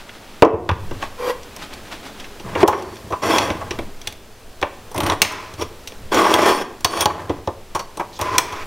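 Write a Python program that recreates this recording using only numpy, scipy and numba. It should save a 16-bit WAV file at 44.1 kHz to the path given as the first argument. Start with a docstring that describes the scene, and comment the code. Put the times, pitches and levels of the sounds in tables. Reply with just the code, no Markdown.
"""A steel plate is knocked about and slid on a wooden workbench. Each knock rings the wood, the steel and the
bench frame; sliding parts catch and slip, so they rasp. A gauge is dragged off the bench, a scriber (a pointed
marking tool) scratches the plate, sleeves rustle. The room hums and echoes briefly. An automatic volume control
turns the sound down after loud knocks."""
import sys
import numpy as np
from scipy import signal
from scipy.fft import rfft, irfft
from scipy.io import wavfile
from scipy.ndimage import uniform_filter1d
from numba import njit

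SR = 44100
rng = np.random.default_rng(int(sys.argv[2]) if len(sys.argv) > 2 else 0)


def master(y):
    """Save y as 16-bit WAV."""
    cut = np.clip(np.atleast_2d(y).T, -1, 1)
    pcm = np.round(cut * 32767)  # scale
    wavfile.write(sys.argv[1], SR, pcm.astype(np.int16))


N = 382087
T = np.arange(N) / SR

# The tones that bench top, plate and bench frame ring at: pitch_hz, width_hz, level_db
WOOD_TONES = [(250, 40, -8), (325, 30, 0), (392, 35, 0), (461, 40, -1), (530, 35, -3), (610, 50, -6),
              (682, 35, 0), (838, 40, -3), (943, 40, -2), (1020, 35, 0), (1105, 40, 0), (1180, 50, -6),
              (1304, 40, -9), (1466, 50, -11), (1575, 45, -9), (1790, 40, -9), (1980, 50, -10)]
STEEL_TONES = [(2380, 50, -3), (2610, 90, -4), (3330, 120, -2), (4483, 20, 2), (5280, 70, -7),
               (5685, 50, -2), (6100, 40, -12), (6470, 45, -8), (6820, 60, -12), (7140, 50, -9),
               (8520, 35, -11), (9070, 55, -2), (9760, 30, -15), (10250, 35, -11), (11680, 35, -15),
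               (12100, 45, -17), (12650, 40, -11), (12980, 35, -16), (13950, 40, -19), (14900, 50, -21)]
FRAME_TONES = [(80, 12, -9), (95.4, 37, 6), (138, 11, -13)]
# The bench top's many other tones, so close that they blur into noise: pitch_hz, level_db
BOARD_COLOUR = [(88, -45), (150, -23.5), (330, -0.5), (693, -7), (780, -6.5), (1080, -1.5), (1250, -13.5),
                (2500, -20), (3250, -25), (5500, -120)]


def knocks():
    """Each knock is a short, rough push that rings wood and steel, with a sharp crack and a low thump."""
    # start_s, wood_db, wood_pitch_hz, steel_db, steel_pitch_hz, brightness_db_per_octave, thump_db,
    # contact_ms (levels and contact time are base values, adjusted below)
    hits = [(0.093, -36, 253, -36.5, 3280, -11, -61, 6), (0.423, 23, 460, -6, 2400, -15, -42, 8.5),
            (0.449, 10.5, 457, -18, 2460, 2, -35, 5.7), (0.536, -3, 323, -57, 2920, 0.3, -10, 5),
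            (0.691, -0.5, 1210, -16, 3020, -8, -12, 3.9), (0.713, -10.5, 353, -28, 2670, -8, -7, 2.8),
            (0.911, -13.5, 210, -42, 2770, 2, -30, 6.1), (1.025, -10.5, 1185, -29.5, 2770, -12, -34, 4.3),
            (1.432, -45, 396, -41.5, 5000, 4, -55, 3.2), (1.564, -28, 1190, -32.5, 5890, 7, -61, 3),
            (1.737, -39, 390, -36, 4100, 8, -55, 3.5), (2.199, -35, 299, -37.5, 3100, 1, -52, 8.5),
            (2.243, -33, 1030, -37, 2470, -1, -55, 9.6), (2.398, -24, 356, -39.5, 3430, 0.3, -51, 7),
            (2.552, -6.5, 563, -28.5, 2480, -11.5, -53, 12), (2.63, 13.5, 400, -20, 2400, -12, -16, 7),
            (2.677, 7.5, 830, -12.5, 7100, 5.5, -11, 6.7), (2.728, 0, 1130, -30, 2760, -3, -43, 4.6),
            (2.823, -30, 450, -34.5, 5300, 5, -60, 6), (2.956, -38, 447.5, -41, 5200, 0, -75, 4),
            (2.968, -41, 450, -39, 4600, -2, -64, 4), (3.105, -14, 694, -45, 3570, 4, -34, 19),
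            (3.123, -8, 1040, -39, 2730, 3, -25.5, 11), (3.236, -16, 693, -30, 3330, 1, -43, 6.8),
            (3.384, -4, 1130, -7, 3350, 1.5, -27, 3.5), (3.503, -8, 322, -22, 2600, -3, -21, 5.1),
            (3.614, -16, 820, -49, 2730, -4, -49, 7.2), (3.708, -13, 396, -25, 5300, -4.5, -33, 5.9),
            (3.789, -12, 346, -25.5, 2750, -14.5, -30, 6.13), (4.015, -51, 293, -35.5, 3660, 4.5, -57, 4.5),
            (4.073, -22, 630, -22.5, 3272, 5.5, -34, 3.9), (4.124, -42, 291.3, -38.5, 2410, 11, -48, 3.7),
            (4.615, -19, 920, -34.5, 4420, 5, -37, 3.3), (4.627, -3.5, 910, -17, 2290, -10.5, -30, 5),
            (4.915, -25, 888, -43, 10500, 7, -47, 3.9), (4.945, -19, 937, -36, 10500, 5, -41, 3.5),
            (4.962, -23, 514, -32, 10500, 5, -41, 3), (4.979, -7.5, 320, -23, 10600, -5, -37, 4.4),
            (5.004, -9, 1140, -22, 11800, -7, -28, 4), (5.033, -13, 288, -29, 9500, -5, -21, 6.8),
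            (5.064, -22, 907, -24, 11200, -8, -27, 7.8), (5.099, -5.5, 960, -17.5, 3300, -0.5, -23, 3.9),
            (5.121, -8, 1180, -23, 3280, -1, -22, 2.7), (5.218, 0, 1040, 1.5, 2350, 8, -44, 4.7),
            (5.249, -15, 888, -17, 2390, -2, -26, 3.3), (5.322, -25, 900, -33, 5600, 7, -41, 4),
            (5.538, -35, 485, -39, 5700, 2, -29, 4), (5.597, -19, 285, -42, 3360, 8, -33, 3.5),
            (5.613, -16, 1120, -32, 3360, 6.5, -32, 11), (5.874, -38, 404, -30.5, 2820, 7.5, -41, 6.5),
            (5.921, -23.5, 437, -42, 3640, 0, -49, 2.5), (6.144, -10, 400, -21.5, 6500, 5, -36, 7),
            (6.34, 2.5, 1020, -5, 3400, 6, -18, 3.6), (6.419, 1, 680, -18, 6100, 1, -41, 6.7),
            (6.46, -1, 1010, -13.5, 9000, 0, -42, 5), (6.807, -31, 398, -39.5, 7200, 7, -41, 3.6),
            (6.846, 0, 940, -12, 4000, 5, -24, 5.8), (6.973, -19, 773, -31, 2780, 6, -34, 7.4),
            (7.008, -14, 394, -17, 5500, 9.5, -28, 5.3), (7.057, 5.5, 815, -14, 4630, 3, -17.5, 2.7),
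            (7.099, -5.5, 1100, -46, 2750, 0.3, -29, 4), (7.295, -7, 426, -35, 2750, -1, -19, 9.61),
            (7.474, -7.5, 540, -31.5, 2830, 2, -22.5, 3.9), (7.749, -7.5, 940, -29.5, 7400, 3, -29.5, 11),
            (7.793, -14, 1010, -29.5, 5100, 3.5, -42, 10.7), (7.972, -16, 624, -37, 8900, 4, -43, 5.03),
            (7.996, -9, 1050, -39, 2320, 9, -39, 12.3), (8.191, -17, 1010, -36, 3650, 16, -39, 2.06),
            (8.213, -10.5, 990, -24.5, 2430, 11.5, -24, 6), (8.382, 2.5, 1940, -4, 2790, 9, -27, 4),
            (8.524, -14.5, 1000, -35.5, 3320, 4, -28.5, 7.5)]
    # The crack of hard contact: pitch_hz, level_db
    crack_colour = [(880, -49), (1500, 2.5), (3350, 3), (4970, -8), (5830, 1), (7240, -15), (8920, -12),
                    (9950, -16), (16000, -22)]
    out, t = np.zeros(N + SR), np.arange(int(.4 * SR)) / SR
    hz = np.fft.rfftfreq(len(t), 1 / SR) + 1
    wood_rings, steel_rings = free_rings(WOOD_TONES, t, stretch=7.6), free_rings(STEEL_TONES, t, stretch=1)
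    thump = free_rings(FRAME_TONES, t, stretch=1.4).sum(axis=0) * np.clip(t / 0.0042, 0, 1)
    steel_fade = die_away(t, fade_s=0.032)  # the plate soon stops ringing
    for start_s, wood_db, wood_hz, steel_db, steel_hz, brightness, thump_db, contact_ms in hits:
        push_noise, crack_noise, board_noise = rng.standard_normal((3, len(t)))
        # where the blow lands makes some tones stronger than others
        wood_mix = favour(np.array(WOOD_TONES)[:, 0], wood_hz, octaves=0.11)
        wood_mix *= from_db(2.5 * rng.standard_normal(len(WOOD_TONES)))
        steel_mix = favour(np.array(STEEL_TONES)[:, 0], steel_hz, octaves=0.27)
        steel_mix *= from_db(2.5 * rng.standard_normal(len(STEEL_TONES)))
        progress = t / (max(contact_ms, 1) * 0.0011)
        force = progress * np.exp(-3 * progress) + 2.7 * np.exp(-progress)
        push = (push_noise * force)[:SR // 20]
        wood_fade = die_away(t, fade_s=0.093 * 2 ** (0.0329 * wood_db))  # louder knocks ring longer
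        wood = signal.fftconvolve(push, wood_fade * (wood_mix @ wood_rings))[:len(t)]
        steel = signal.fftconvolve(push, steel_fade * (steel_mix @ steel_rings))[:len(t)]
        board = irfft(rfft(board_noise) * favour(hz, wood_hz, octaves=1.52), len(t))
        board = colour(board, BOARD_COLOUR) * wood_fade * np.clip(progress, 0, 1)
        tilt = from_db(brightness * np.log2(hz / 3000))
        crack = irfft(rfft(crack_noise) * favour(hz, steel_hz, octaves=2.2) * tilt, len(t))
        crack = colour(crack, crack_colour) * force
        knock = set_peak(wood, wood_db - 9.5) + set_peak(board, wood_db - 3.5)
        knock += set_peak(steel, steel_db + 4) + set_peak(crack, steel_db + 11)
        i = int(start_s * SR)
        out[i:i + len(t)] += knock + set_peak(thump, thump_db + 0.5)
    return out[:N]


def sliding_plate():
    """The plate catches and slips on grit, shaking the wood, the steel and the bench frame."""
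    # start_s, middle_s, stop_s, wood_start_db, wood_middle_db, wood_stop_db, steel_over_wood_db, frame_db
    slides = [(2.446, 2.577, 2.62, -40, -29, -14, -22, -33.5),
              (2.668, 2.795, 3.09, -23.5, -25.5, -62, -13.5, -51),
              (3.23, 3.359, 3.512, -21, -9.5, -23, -12, -31),
              (3.526, 3.565, 3.83, -31, -36.5, -41, -21, -39),
              (4.962, 4.992, 5.135, -25, -26.5, -14.5, -20, -31.5),
              (5.586, 5.625, 5.66, -39.5, -23, -57, -5.5, -35.5),
              (6.128, 6.2, 6.52, -16, -6, -9.5, -14.5, -31.5),
              (6.384, 6.487, 6.62, -34, -8, -20.5, -8.5, -45),
              (6.903, 6.98, 7.03, -29.5, -24, -17, -7.5, -40), (7.07, 7.11, 7.4, -33, -30.5, -43, -42, -40),
              (8.203, 8.247, 8.46, -25, -28.5, -30, -16.5, -37.5)]
    # A hand leans on the bench and the frame groans: start_s, stop_s, start_db, stop_db
    leans = [(0.809, 0.98, -43, -34.5), (3.044, 3.08, -38, -38), (3.825, 3.9, -38, -46),
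             (5.55, 5.575, -42, -46), (6.004, 6.107, -41, -46)]
    # Grit scraping on steel: pitch_hz, level_db
    grit_colour = [(880, -31), (1500, -13), (2230, -3), (3380, 7.5), (4040, -15), (5490, 8), (7690, -66),
                   (8830, -58), (12000, -45), (16000, -30)]
    judder = from_db(1.2 * wobble(70))
    slip, grit = grains(2.5), grains(1.8)
    wood = resonate(slip, WOOD_TONES, wobble_db=4, rate_hz=17) + from_db(0.5) * colour(slip, BOARD_COLOUR)
    steel = resonate(grit, STEEL_TONES, wobble_db=3.5, rate_hz=10) + from_db(-5) * colour(grit, grit_colour)
    frame = resonate(rng.standard_normal(N), FRAME_TONES, wobble_db=0.93, rate_hz=2.7)
    times, wood_db, steel_db, frame_db = np.hsplit(np.array(slides), [3, 6, 7])
    gain = lambda db: strokes(times, db, rise_s=0.014, fall_s=0.01)
    scrape = normalise(wood) * gain(wood_db) + normalise(steel) * gain(wood_db + steel_db)
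    lean_gain = strokes(*np.hsplit(np.array(leans), 2), rise_s=0.011, fall_s=0.015)
    return judder * scrape + frame * (gain(np.repeat(frame_db, 3, axis=1)) + lean_gain)


def gauge():
    """The steel gauge rasps over the wood and rings as it is dragged off the bench."""
    # start_s, stop_s, start_db, stop_db
    drags = [(1.193, 1.303, -31, -19)]
    # The gauge's ring: pitch_hz, width_hz, level_db
    gauge_tones = [(490, 26, 2), (1057, 60, -8.5), (1920, 100, -18), (2330, 74, -20), (2740, 53, -20),
                   (3150, 100, -21), (4170, 36, -26), (4630, 50, -22), (5570, 38, -26), (9300, 79, -35),
                   (10500, 80, -30), (12600, 90, -31)]
    # Steel rubbing on wood: pitch_hz, level_db
    rasp_colour = [(120, -54), (200, -19), (424, -11), (482, -10), (623, -18), (1040, -5), (1210, -14),
                   (8000, -46), (12000, -36), (16000, -46)]
    rub = grains(1.7)
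    ring = resonate(rub, gauge_tones, wobble_db=2.5, rate_hz=40)
    gain = strokes(*np.hsplit(np.array(drags), 2), rise_s=0.022, fall_s=0.02)
    return normalise(ring + from_db(-3.5) * colour(rub, rasp_colour)) * gain


def scriber():
    """Pressed down, the point makes the plate's body sound; barely grazing it, it only hisses."""
    # start_s, stop_s, body_start_db, body_stop_db, graze_over_body_db, hum_over_body_db
    scratches = [(2.575, 2.637, -49, -41, 6, -20), (5.252, 5.557, -24.5, -44.5, -14.5, -16),
                 (8.131, 8.175, -59, -55.5, 15, -20), (8.193, 8.364, -35, -26.5, -17, 0),
                 (8.41, 8.634, -34, -32, -19, -9)]
    # The plate's body under the point: pitch_hz, level_db
    body_colour = [(120, -45), (200, -17), (424, -3.5), (558, -22), (635, 1), (683, -20), (950, -3),
                   (1015, 2), (1090, -3.5), (1710, -10), (2420, -8.5), (4200, -30), (5520, -25),
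                   (9230, -48), (16000, -48)]
    # The hum of the pressed plate: pitch_hz, width_hz, level_db
    hum_tones = [(1018, 31, 0)]
    scratch = grains(1.6) * from_db(wobble(40))
    body = colour(scratch, body_colour)
    graze = colour(scratch, [(2000, -25), (3500, 8), (6500, 2), (9500, -18), (16000, -21)])
    hum = resonate(scratch, hum_tones, wobble_db=2, rate_hz=30)
    times, body_db, graze_db, hum_db = np.hsplit(np.array(scratches), [2, 4, 5])
    gain = lambda db: strokes(times, db, rise_s=0.0042, fall_s=0.007)
    return body * gain(body_db) + hum * gain(body_db + hum_db) + graze * gain(body_db + graze_db)


def sleeves():
    """Moving cloth rubs and creases: a soft rustle with a quick flicker."""
    # Arm movements: start_s, stop_s, start_db, stop_db
    moves = [(0.0, 0.4, -49, -46), (0.867, 1.16, -53, -46), (1.38, 1.884, -49, -45),
             (1.917, 2.376, -40.5, -48.5), (4.01, 4.16, -63, -64)]
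    # Sudden creases: peak_s, level_db
    creases = [(0.0, -42), (0.094, -51), (0.17, -43), (1.026, -31.5), (1.63, -32.5), (1.734, -40),
               (1.93, -37), (2.066, -38.5), (2.2, -41.5), (2.406, -49), (4.074, -37.5)]
    # Rubbing cloth: pitch_hz, level_db
    cloth_colour = [(88, -47), (150, -8), (275, 4), (368, -3.5), (398, -3), (475, -20), (545, -3),
                    (837, -2.5), (3490, -7.5), (16000, -32.5)]
    gain = strokes(*np.hsplit(np.array(moves), 2), rise_s=0.0072, fall_s=0.011)
    gain += swells(creases, db_per_s=433)
    return colour(grains(2.2), cloth_colour) * from_db(2 * wobble(30.4)) * gain


def room_echo(x, level_db=-12.5):
    """The room answers with a short wash of sound whose high pitches die first."""
    # How long the echo takes to drop 60 dB: pitch_hz, fade_s
    echo_times = [(100, 0.71), (500, 0.44), (2000, 0.43), (6000, 0.27), (14000, 0.25)]
    pitches, fades = np.transpose(echo_times)
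    t, hz = np.arange(SR) / SR, np.fft.rfftfreq(SR, 1 / SR)
    noise, tail = rfft(rng.standard_normal(SR)), 0
    for centre_hz in 60 * 2. ** np.arange(9):
        fade_s = np.interp(np.log(centre_hz), np.log(pitches), fades)
        band = np.clip(1 - np.abs(np.log2((hz + 1) / centre_hz)), 0, 1)
        tail += irfft(noise * band, SR) * die_away(t, fade_s)
    tail *= np.clip(t / 0.0047, 0, 1)
    return signal.fftconvolve(x, tail * from_db(level_db) / np.sqrt(np.sum(tail ** 2)))[:N]


def workshop_air():
    """The workshop hums under a faint hiss, and a deep rumble comes and goes."""
    # Hum and hiss: pitch_hz, level_db
    hum_colour = [(26, -51), (45, 5), (74, -3.5), (112, -1.5), (150, -13), (197, -3.5), (314, -9),
                  (401, -3.5), (476, -6), (2030, -17), (2600, -17), (4350, -20), (16000, -30.5)]
    # Their slow drift: time_s, level_db
    hum_levels = [(0.0, -43.5), (1.0, -41), (3.6, -40), (4.3, -44.5), (5.0, -41.5), (6.0, -41.5),
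                  (7.4, -45), (7.9, -44), (8.66, -39)]
    # Swells of the rumble: peak_s, level_db
    rumble_peaks = [(0.08, -41), (0.9, -29), (1.7, -37.5), (2.39, -34), (3.91, -34), (4.66, -37.5),
                    (5.12, -43), (6.0, -33.5), (6.63, -37), (7.72, -34), (8.66, -33.5)]
    rumble = colour(rng.standard_normal(N), [(6, 2.5), (14, 6), (25, -11), (42, -47)])
    hum = colour(rng.standard_normal(N), hum_colour) * from_db(np.interp(T, *np.transpose(hum_levels)))
    return hum + rumble * swells(rumble_peaks, db_per_s=39.5)


def amplifier_hiss(level_db=-59):
    """The amplifier adds a faint, steady hiss."""
    hiss_colour = [(100, -1), (500, -3), (2000, -14.5), (5000, -3.5), (16000, 1.5)]
    return colour(rng.standard_normal(N), hiss_colour) * from_db(level_db)


def from_db(db):
    return 10 ** (np.asarray(db) / 20)


def normalise(x):
    return x / np.sqrt(np.mean(x ** 2))


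def set_peak(x, db):
    return x * from_db(db) / np.max(np.abs(x))


def die_away(t, fade_s):
    """A fade that drops 60 dB in fade_s."""
    return np.exp(-np.log(1000) * t / fade_s)


def favour(hz, centre_hz, octaves):
    """Weights that are largest near one pitch."""
    return 0.067 + np.exp(-(np.log2(hz / centre_hz) / octaves) ** 2)


def colour(x, points):
    """Shape lows and highs by (pitch_hz, level_db) points; the result has strength 1."""
    pitches, db = np.transpose(points)
    hz = np.fft.rfftfreq(len(x), 1 / SR)
    gain = from_db(np.interp(np.log(hz + 1), np.log(pitches), db, -90, -90))
    return normalise(irfft(rfft(x) * gain, len(x)))


def wobble(rate_hz):
    """Glide from one random value to the next, about 1 in size."""
    step = int(SR / rate_hz)
    return 1.2 * uniform_filter1d(np.repeat(rng.standard_normal(N // step + 1), step), step)[:N]


def grains(scatter_db):
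    """Rubbing noise: many tiny grains, a few much louder than the rest."""
    size = np.minimum(rng.exponential(size=N // 16 + 1), 5)
    return normalise(rng.standard_normal(N) * from_db(scatter_db * np.repeat(size, 16)[:N]))


def resonate(x, tones, wobble_db, rate_hz):
    """Rubbing rings every tone; the moving contact point favours now one, now another."""
    out = 0
    for hz, width, db in tones:
        r = np.exp(-np.pi * width / SR)
        feedback = [1, -2 * r * np.cos(2 * np.pi * hz / SR), r * r]
        drive = x * from_db(wobble_db * wobble(rate_hz))
        out += from_db(db) * signal.lfilter([1 - r, 0, r - 1], feedback, drive)
    return normalise(out)


def free_rings(tones, t, stretch):
    """One fading sine wave per tone; stretch makes it last longer."""
    hz, width, db = np.transpose(tones)[:, :, None]
    return from_db(db) * np.sqrt(width) * np.exp(-np.pi * width * t / stretch) * np.sin(2 * np.pi * hz * t)


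def strokes(times, levels_db, rise_s, fall_s):
    """Volume of movements, one per row: each fades in, follows its levels and fades out."""
    out = np.zeros(N)
    for s, db in zip(times, levels_db):
        a, b = max(int((s[0] - rise_s) * SR), 0), int((s[-1] + 5 * fall_s) * SR)
        t = T[a:b]
        fade = np.clip((t - s[0]) / rise_s + 1, 0, 1) * np.exp(-np.maximum(t - s[-1], 0) / fall_s)
        out[a:b] += fade * from_db(np.interp(t, s, db))
    return out


def swells(peaks, db_per_s):
    """Volume that rises to each peak and falls just as fast."""
    return sum(from_db(db - db_per_s * np.abs(T - s)) for s, db in peaks)


def scene():
    """Bench and room sit in the middle; hiss is added on the left and subtracted on the right."""
    bench = knocks() + sliding_plate() + gauge() + scriber() + sleeves()
    # small things give off no deep bass
    bench = signal.sosfilt(signal.butter(3, 55, "high", fs=SR, output="sos"), bench)
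    middle = bench + room_echo(bench) + workshop_air()
    hiss = amplifier_hiss()
    return np.array([middle + hiss, middle - hiss])


@njit
def follow_level(x, rise_s, fall_s):
    """Track the level, rising and falling at separate speeds."""
    level, out = 0., np.empty(len(x))
    for i in range(len(x)):
        level += (x[i] - level) / (SR * (rise_s if x[i] > level else fall_s))
        out[i] = level
    return out


def record(dry):
    """Automatic volume control turns loud moments down; peaks are flattened and the top treble is cut."""
    threshold_db, top_hz = -15.5, 15750
    level = follow_level(np.abs(dry).max(axis=0), rise_s=0.0041, fall_s=0.09)
    gain = np.minimum(1, from_db(threshold_db) / (level + 1e-9)) ** 0.55
    treble_cut = signal.ellip(10, .2, 70, top_hz, fs=SR, output="sos")
    return signal.sosfilt(treble_cut, np.clip(dry * gain, -1, 1))


dry = scene()
out = record(dry)
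master(out)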